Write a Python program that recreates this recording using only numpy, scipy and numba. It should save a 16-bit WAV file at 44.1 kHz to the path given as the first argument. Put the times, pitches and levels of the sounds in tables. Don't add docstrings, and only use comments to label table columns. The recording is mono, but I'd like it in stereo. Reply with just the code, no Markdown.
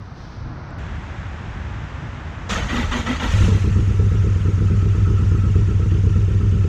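import sys
import numpy as np
from scipy import signal
from scipy.fft import rfft, irfft, next_fast_len
from scipy.io import wavfile
from scipy.ndimage import uniform_filter1d
from numba import njit

SR = 44100
rng = np.random.default_rng(int(sys.argv[2]) if len(sys.argv) > 2 else 0)


def gain_from_decibels(decibels):
    exponent = np.asarray(decibels, float) / 20
    return 10 ** exponent


def generate_wav(signal):
    frames = np.transpose(np.atleast_2d(signal))
    scaled = np.clip(frames, -1, 1) * 32767
    pcm = np.round(scaled).astype(np.int16)
    wavfile.write(sys.argv[1], SR, pcm)


N = 294588
T = np.arange(N) / SR
HZ = np.fft.rfftfreq(next_fast_len(N), 1 / SR)

# (frequency [Hz], density [dB/Hz])
WIND_MODE_COLOUR = [(12, -49), (30, -13.5), (106, -3), (150, -9), (200, -15), (235, -17), (300, -16),
                    (767, -15), (1500, -17.5), (2300, -27.5), (3300, -38), (6000, -46.5), (6900, -61),
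                    (9500, -78.5)]
STEREO_MODE_COLOUR = [(12, -45), (43, -8), (64, 0.5), (124, -7.5), (216, -17.5), (486, -26.5), (800, -24.5),
                      (1640, -25), (3500, -39), (4300, -48), (6400, -50), (7600, -55.5), (8300, -65.5),
                      (11000, -82.5)]
# (frequency [Hz], density [dB/Hz])
AIR_COLOUR = [(7000, -70), (8800, -30), (10000, -32.5), (13000, -41), (15700, -58)]
# (time [s], level [dB])
DUCK = [(2.45, -4), (2.6, -2), (3.3, -7.5), (3.45, -10.5), (6.68, -14)]
# (frequency [Hz], left minus right [dB])
YARD_BALANCE = [(60, 6.5), (100, 1), (180, 2.5), (310, -1), (530, -1.0), (920, -3.5), (1590, 0.5),
                (2740, 0.5), (4720, 2.5), (8150, 4.5)]
# (frequency [Hz], likeness [0-1])
YARD_LIKENESS = [(60, 1), (120, 0.97), (240, 0.86), (490, 0.73), (990, 0.21), (2000, 0.26), (4040, 0.54),
                 (8150, 0.08)]
# (time [s], depth [dB], half length [s])
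LORRIES = [
    (0.48, 6.5, 0.074),
    (1.82, 2, 0.11),
    (1.93, -4.5, 0.044),
    (2.07, 1.5, 0.1),
    (2.363, -2, 0.19),
]
# (time [s], peak [dB], frequency [Hz], t60 [s])
TICKS = [(.705, -57, 7600, .03), (.785, -56, 8050, .0007), (2.497, -26, 2480, 0.018),
         (2.527, -16, 1290, 0.025), (3.37, -15, 63, .25), (3.434, -11.5, 54.3, .3),
         (3.448, -23, 343, 0.078), (3.481, -19, 445, 0.1), (3.452, -16, 201.7, 0.08),
         (3.468, -19, 184, 0.11), (3.486, -10, 212, 0.058), (3.521, -14, 194, 0.057)]
# (frequency [Hz], left minus right [dB])
CAR_BALANCE = [(60, 3.5), (100, 3.5), (180, 4), (310, 2), (530, -3.5), (920, -17), (1590, -18.5),
               (2740, -12.5), (4720, -8.5), (8150, 0)]
# (frequency [Hz], left lead [rad])
CAR_PHASE = [(0, 0), (300, -.1), (600, -.7), (860, -2.8), (1290, -4.4), (1950, -5.4), (3200, -5.5),
             (4480, -6.5), (5050, -8.4), (8350, -9.6)]
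# (start [s], length [s], gear noise [dB], motor hum [dB], pumped air [dB])
STROKES = [
    (2.491, 0.092, -32.5, -24, -25),
    (2.691, 0.13, -32.5, -25, -23.5),
    (2.912, 0.079, -32.5, -26, -27.5),
    (3.062, 0.067, -31.5, -27, -26),
    (3.197, 0.061, -31.5, -24, -21),
]
# (time [s], hum [Hz])
MOTOR_HUM = [(2.5, 190.3), (2.62, 184.4), (2.72, 247.6), (2.8, 230.7), (2.86, 207.2), (2.94, 244.3),
             (3.05, 218), (3.12, 253.1), (3.3, 235.3)]
# (frequency [Hz], density [dB/Hz])
STARTER_COLOUR = [(180, -23), (300, 4), (414, -9), (484, -2), (706, -3.5), (1270, -3), (1620, -9.5),
                  (1860, -4), (2200, -10), (3260, -8.5), (4970, -28), (6400, -21), (8600, -36),
                  (11200, -71), (18900, -120)]
# (frequency [Hz], width [Hz], level [dB])
BELL_HOUSING = [(477, 23, 1), (1300, 62, -1.5), (1940, 47, -1.5), (2314, 47, -6.5), (2743, 62, -11),
                (2840, 20, -8), (3166, 50, -6), (3584, 36, -9.5), (4090, 64, -18)]
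# (multiple of the hum [1], level against gear noise [dB])
WHINE = [(2, -13), (4, -13), (5.4, -14), (8, -14)]
# (start [s], end [s], frequency [Hz], level [dB])
FREEWHEEL = [
    (3.298, 3.464, 3940, -57),
    (3.52, 3.715, 4100, -57),
]
# (time [s], firings counted [1])
CRANK = [(3.348, -2), (3.516, 4), (3.639, 8), (3.99, 20), (4.356, 32), (4.7, 43), (5.313, 63), (6.155, 91),
         (6.763, 111)]
# (frequency [Hz], density [dB/Hz])
BAY_COLOUR = [(320, -15), (550, -2), (589, -11), (823, -18.5), (966, -10.5), (1150, -13), (1330, -9),
              (1620, -17.5), (1780, -11), (2040, -16), (2750, -12.5), (4310, -24.5), (6380, -16),
              (8600, -27.5), (11200, -63.5), (18900, -120)]
# (frequency [Hz], width [Hz], level [dB])
WHISTLE = [(1304, 39, 0.5), (1366, 54, -1.5), (1310, 180, -4.5)]
# (time [s], level [dB])
DRAUGHT = [(3.3, -49), (3.6, -54), (4.1, -42.5), (5.4, -40.5), (5.8, -46), (6.68, -46)]
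# (lateness on the beat [s], size [1], rasp sharpness [dB])
CYLINDERS = [
    (-.0009, 1., 0),
    (-.0009, .97, 0),
    (-.0147, 1., -5),
    (-.0147, .69, -11),
]
STUMBLES = [
    (6, .4),
    (33, .4),
    (37, .5),
]
# (frequency [Hz], width [Hz], long-header gain [1], short-header gain [1])
PIPE_MODES = [(36.8, 19.3, -.92, -2.07), (59.5, 8., 2.29, 2.94), (80.8, 15.3, 6.42, 4.64),
              (101.5, 8., -6.55, -9.49), (131.4, 10.8, -1.05, -.47), (156.5, 8., -2.65, -1.21),
              (186.8, 16.3, .08, .79), (222.1, 8., 1.06, .48)]
# (frequency [Hz], width [Hz], level [dB])
SILENCER_MODES = [(167.3, 29.3, -2), (207.5, 21.5, 5), (329.4, 23.8, -1.5), (391.5, 19.4, 0.5),
                  (461.6, 68, -3)]
# (time [s], depth [dB], half length [s])
CHOKES = [
    (3.593, -15, 0.014),
    (3.942, -2, 0.017),
    (4.388, -4, 0.012),
    (4.516, -11.5, 0.018),
]

SWITCH_S = .785
WASH_DB, WASH_RISE_DB_S, NEAR_WASH_DB = -42.5, 6.5, -35.5
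RUMBLE_DB, LEAVES_DB, NEAR_LEAVES_DB = 10, -57, -55
RUSTLE_S, RUSTLE_LENGTH_S, RUSTLE_DB = 0.14, .17, 5

COAST_GEAR_DB, COAST_HUM_DB, COAST_AIR_DB = -42, -35, -29
STRAIN_DB, STRAIN_UNTIL_S, STRAIN_FADES_S = 3.5, 2.72, .06
SPIN_UP_DB, SPIN_UP_S = -17.5, .035
BITE_S, EASE_S, HUM_BUILDS_S, HUM_EASES_S = 0.0014, 0.054, 0.033, .045
AIR_LAG_S, AIR_HALF_S = .02, 0.048
SIZZLE_DB, SIZZLE_FOLLOWS, CLASH_DB, CLASH_FADES_S = -48.5, .35, 10, .04
RELEASE_S, RELEASE_DB, RELEASE_HALF_S = 4.3, -31.5, .08

BAY_DB, WARMING_DB_S = -46.3, -0.76
OIL_FROM_S, OIL_ARRIVES_S, DRY_CLATTER_DB, DRY_TOP_DB = 3.47, .17, 10.5, 1.5
BANG_DUCK_DB, DUCK_S, DUCK_HALF_S = -3.5, 3.515, .03

STRONG_PAIR_MOVES = 34
BOOM_DB, RASP_DB = -15, -36
CATCH_S, SURGE_DB, SURGE_FADES_S = 3.37, 0.5, .4
FLARE_S, FLARE_DB, FLARE_HALF_S = 3.2, 16.5, 0.047


def unit(x):
    return x / np.sqrt(np.mean(x ** 2))


def columns(table):
    s, *rest = np.transpose(table)
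    return [np.interp(T, s, c) for c in rest]


def over_hz(table, hz):
    f, v = np.transpose(table)
    return np.interp(np.log(hz + 1), np.log(f + 1), v)


def bump(at_s, half_s):
    return np.exp(-((T - at_s) / half_s) ** 2)


def swell(start_s, length_s, attack_s, release_s):
    rise = (T - start_s) / attack_s
    fall = 1 + (start_s + length_s - T) / release_s
    return np.clip(np.minimum(rise, fall), 0, 1)


def fading(start_s, fades_s):
    return np.exp(-np.maximum(T - start_s, 0) / fades_s)


def walk(rate_hz):
    k = int(SR / rate_hz)
    held = np.repeat(rng.standard_normal(N // k + 1), k)
    return 0.93 * uniform_filter1d(uniform_filter1d(held, k), k)[:N]


def through(x, gain):
    size = next_fast_len(N)
    return irfft(rfft(x, size) * gain, size)[:N]


def band(x, lo_hz, hi_hz):
    def below(hz):
        return 1 / (1 + (HZ / hz) ** 8)
    return through(x, below(hi_hz) - below(lo_hz))


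@njit
def svf(x, hz, width):
    y, b, l = np.empty(len(x)), 0., 0.
    for i in range(len(x)):
        g = np.pi * hz[i] * (1 + (np.pi * hz[i]) ** 2 / 3)
        k = width / hz[i]
        v = (b + g * (x[i] - l)) / (1 + g * (g + k))
        b, l, y[i] = 2 * v - b, l + 2 * g * v, k * v
    return y


def ring(x, hz, width_hz):
    return svf(x, np.zeros(N) + hz / SR, width_hz / SR)


def coloured(colour, flicker_db, rate_hz, air_db):
    shape_db = np.maximum(over_hz(colour, HZ), over_hz(AIR_COLOUR, HZ) + air_db)
    x = through(rng.standard_normal(N), gain_from_decibels(shape_db))
    octaves_hz = 15 * 2. ** np.arange(11)
    return sum(band(x, hz, 2 * hz) * gain_from_decibels(flicker_db * walk(rate_hz)) for hz in octaves_hz)


def layered(x, edges_hz, reference_hz, curves_db):
    out = 0
    for lo, hi, reference, db in zip(edges_hz, edges_hz[1:], reference_hz, curves_db):
        out = out + band(x, lo, hi) * gain_from_decibels(db) / band(x, *reference).std()
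    return out


def ports(x, balance, lead_rad):
    half = gain_from_decibels(over_hz(balance, HZ) / 2) * np.exp(.5j * lead_rad)
    return np.array([through(x, half), through(x, 1 / half)])


def road():
    mono = T < SWITCH_S
    wash_db = np.where(mono, WASH_DB + WASH_RISE_DB_S * T, NEAR_WASH_DB)
    rumble_db = wash_db + RUMBLE_DB + sum(db * bump(s, half) for s, db, half in LORRIES)
    rustle_db = RUSTLE_DB * swell(RUSTLE_S, RUSTLE_LENGTH_S, 0.036, 0.18)
    leaves_db = np.where(mono, LEAVES_DB, NEAR_LEAVES_DB) + rustle_db
    return rumble_db, wash_db, leaves_db


def traffic():
    edges_hz = (10, 300, 3700, 20000)
    reference_hz = ((30, 250), (400, 3000), (4000, 8000))
    parts = edges_hz, reference_hz, road()
    mono = layered(coloured(WIND_MODE_COLOUR, 1.0, 3.5, -62), *parts)
    mid, side = (layered(coloured(STEREO_MODE_COLOUR, 0.32, 6.4, -41), *parts) for _ in range(2))
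    like = np.clip(over_hz(YARD_LIKENESS, HZ), 0, .995)
    side = through(side, np.sqrt((1 - like) / (1 + like)))
    wide = ports(mid, YARD_BALANCE, 0) + side * np.array([[1], [-1]])
    return np.where(T < SWITCH_S, mono, wide) * gain_from_decibels(columns(DUCK)[0])


def ticks():
    out = np.zeros(N)
    for s, db, hz, t60_s in TICKS:
        t = np.maximum(T - s, 0)
        out -= gain_from_decibels(db - 60 * t / t60_s) * np.sin(2 * np.pi * hz * t)
    return out


def yard(x, t60_s, wet_db):
    t = np.arange(int(.2 * SR)) / SR
    decay = gain_from_decibels(-60 * t / t60_s) / np.sqrt(t60_s * SR / np.log(1e6))
    tails = rng.standard_normal((2, 2, len(t))) * decay
    treble = band(x, 576, 20000)
    out = []
    for one, other in tails:
        turn_rad = np.cumsum(walk(18)) * 200 / SR
        first = signal.fftconvolve(treble, one)[:N]
        second = signal.fftconvolve(treble, other)[:N]
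        out.append(np.cos(turn_rad) * first + np.sin(turn_rad) * second)
    return gain_from_decibels(wet_db) * np.array(out)


def effort():
    start_s = STROKES[0][0]
    coast_db = COAST_GEAR_DB + STRAIN_DB * fading(STRAIN_UNTIL_S, STRAIN_FADES_S)
    gear_db = coast_db
    hum_db = COAST_HUM_DB + SPIN_UP_DB * fading(start_s, SPIN_UP_S)
    air_db = COAST_AIR_DB
    for s, length, gear, hum, air in STROKES:
        gear_db = gear_db + (gear - coast_db) * swell(s, length, BITE_S, EASE_S)
        hum_db = hum_db + (hum - COAST_HUM_DB) * swell(s, length, HUM_BUILDS_S, HUM_EASES_S)
        air_db = air_db + (air - COAST_AIR_DB) * bump(s + length + AIR_LAG_S, AIR_HALF_S)
    top_db = SIZZLE_DB + SIZZLE_FOLLOWS * (gear_db - COAST_GEAR_DB)
    top_db = top_db + CLASH_DB * fading(start_s + 0.042, CLASH_FADES_S)
    top_db = top_db + (RELEASE_DB - top_db) * bump(RELEASE_S, RELEASE_HALF_S)
    return gear_db, hum_db, air_db, top_db


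def starter():
    gear_db, hum_db, air_db, top_db = effort()
    hum_hz, = columns(MOTOR_HUM)
    teeth = gain_from_decibels(2.5 * np.cos(2 * np.pi * np.cumsum(hum_hz) / SR) + 1.2 * walk(90))
    grind = unit(coloured(STARTER_COLOUR, .5, 25, -13))
    glide = (hum_hz / 225) ** 0.22
    housing = unit(sum(gain_from_decibels(db) * unit(ring(rng.standard_normal(N), hz * glide, w))
                       for hz, w, db in BELL_HOUSING))
    grind += 0.63 * band(housing, 300, 4300)
    gears = layered(grind * teeth, (300, 4600, 20000), ((800, 4000), (5000, 9000)), (gear_db, top_db))

    hum = unit(ring(rng.standard_normal(N), hum_hz, 14))
    hum = hum + .5 * unit(ring(rng.standard_normal(N), 163, 79))
    air = unit(band(rng.standard_normal(N), 30, 99))
    turns = np.cumsum(hum_hz * (1 + 0.0082 * walk(40))) / SR
    whine = sum(gain_from_decibels(db + 2.5 * walk(23)) * np.sin(2 * np.pi * k * turns) for k, db in WHINE)

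    cranking = np.clip((3.36 - T) / 0.017, 0, 1)
    driven = unit(hum) * gain_from_decibels(hum_db) + air * gain_from_decibels(air_db + 0.5) + whine * gain_from_decibels(gear_db)
    out = gears * np.clip((3.66 - T) / 0.15, 0, 1) + cranking * driven
    for a, b, hz, db in FREEWHEEL:
        fade = np.clip(np.minimum(T - a, b - T) / .03, 0, 1)
        out += fade * np.sqrt(2) * gain_from_decibels(db) * np.sin(2 * np.pi * hz * T)
    return out * np.clip((T - 2.489) / .005, 0, 1)


def engine_bay():
    s, count = np.transpose(CRANK)
    firings = np.interp(T, s, count) + (T > 4.42)
    bay_db = BAY_DB + WARMING_DB_S * (T - OIL_FROM_S)
    bay_db = bay_db + DRY_CLATTER_DB * fading(OIL_FROM_S, OIL_ARRIVES_S)
    bay_db = bay_db + BANG_DUCK_DB * bump(DUCK_S, DUCK_HALF_S)
    throb_db = 0.26 * np.cos(2 * np.pi * firings) + 0.28 * walk(6)
    hiss = coloured(BAY_COLOUR, 0.2, 13, 0) * gain_from_decibels(throb_db)
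    dry_top = gain_from_decibels(DRY_TOP_DB * fading(OIL_FROM_S + 0.11, .1)) - 1
    hiss = hiss + band(hiss, 8300, 20000) * dry_top

    whistle_db, = columns(DRAUGHT)
    cycle = (firings + .55) % 4 / 4
    flow = gain_from_decibels(-11 * uniform_filter1d(cycle ** 2, size=200) + 1.2 * walk(40))
    waver = 1 + 0.0038 * walk(21)
    whistle = flow * sum(gain_from_decibels(db) * unit(ring(rng.standard_normal(N), hz * waver, w))
                         for hz, w, db in WHISTLE)
    fade_in = np.clip((T - 3.26) / 0.061, 0, 1)
    hiss = hiss / band(hiss, 850, 13000).std() * gain_from_decibels(bay_db)
    return fade_in * (hiss + unit(whistle) * gain_from_decibels(whistle_db - 9))


def exhaust():
    s, count = np.transpose(CRANK)
    n = np.arange(-2, 108)
    cylinder = (n + (n >= STRONG_PAIR_MOVES)) % 4
    late_s, size, sharp_db = np.array(CYLINDERS)[cylinder].T
    chance = rng.standard_normal((len(n), 3)).T
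    size = size * gain_from_decibels(1.0 * chance[0])
    for k, share in STUMBLES:
        size[n == k] *= share
    beat_s = np.interp(n, count, s)

    headers = np.zeros((2, N))
    arrival_s = beat_s + late_s + .0003 * chance[1]
    headers[cylinder // 2, (arrival_s * SR).astype(int)] = size
    boom = sum(ring(a * headers[0] + b * headers[1], hz, w) for hz, w, a, b in PIPE_MODES)
    boom = band(boom, 20, 290)
    for at, depth_db, half in CHOKES:
        boom *= gain_from_decibels(depth_db * bump(at, half))

    puffs = np.zeros(N)
    puffs[((beat_s + .002) * SR).astype(int)] = size * gain_from_decibels(sharp_db + 0.33 * chance[2])
    puff = signal.lfilter([1], [1, -np.exp(-1 / (.014 * SR))], puffs)
    puff = uniform_filter1d(puff, size=int(0.0053 * SR))
    gas = puff * rng.standard_normal(N) - 17 * puffs
    rasp = sum((-1) ** k * gain_from_decibels(db) * ring(gas, hz, w) for k, (hz, w, db) in enumerate(SILENCER_MODES))
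    rasp = band(rasp, 79, 465)

    boom_db = BOOM_DB + SURGE_DB * fading(CATCH_S, SURGE_FADES_S)
    rasp_db = RASP_DB + FLARE_DB * bump(FLARE_S, FLARE_HALF_S)
    steady = T > 4.6
    boom = boom / boom[steady].std() * gain_from_decibels(boom_db)
    rasp = rasp / band(rasp, 262, 520)[steady].std() * gain_from_decibels(rasp_db)
    return (T > s[0] - .02) * (boom + rasp)


def scene():
    car = exhaust() + engine_bay() + starter()
    near = ports(car, CAR_BALANCE, over_hz(CAR_PHASE, HZ)) * (T > 2.4)
    return near + yard(car, .04, 1.5) + ticks() + traffic()


def roll_off(x):
    return signal.sosfilt(signal.butter(12, 15720, fs=SR, output="sos"), x)


def record(dry):
    mix = np.tanh(.8 * dry) / .8
    return roll_off(mix)


dry = scene()
out = record(dry)
generate_wav(out)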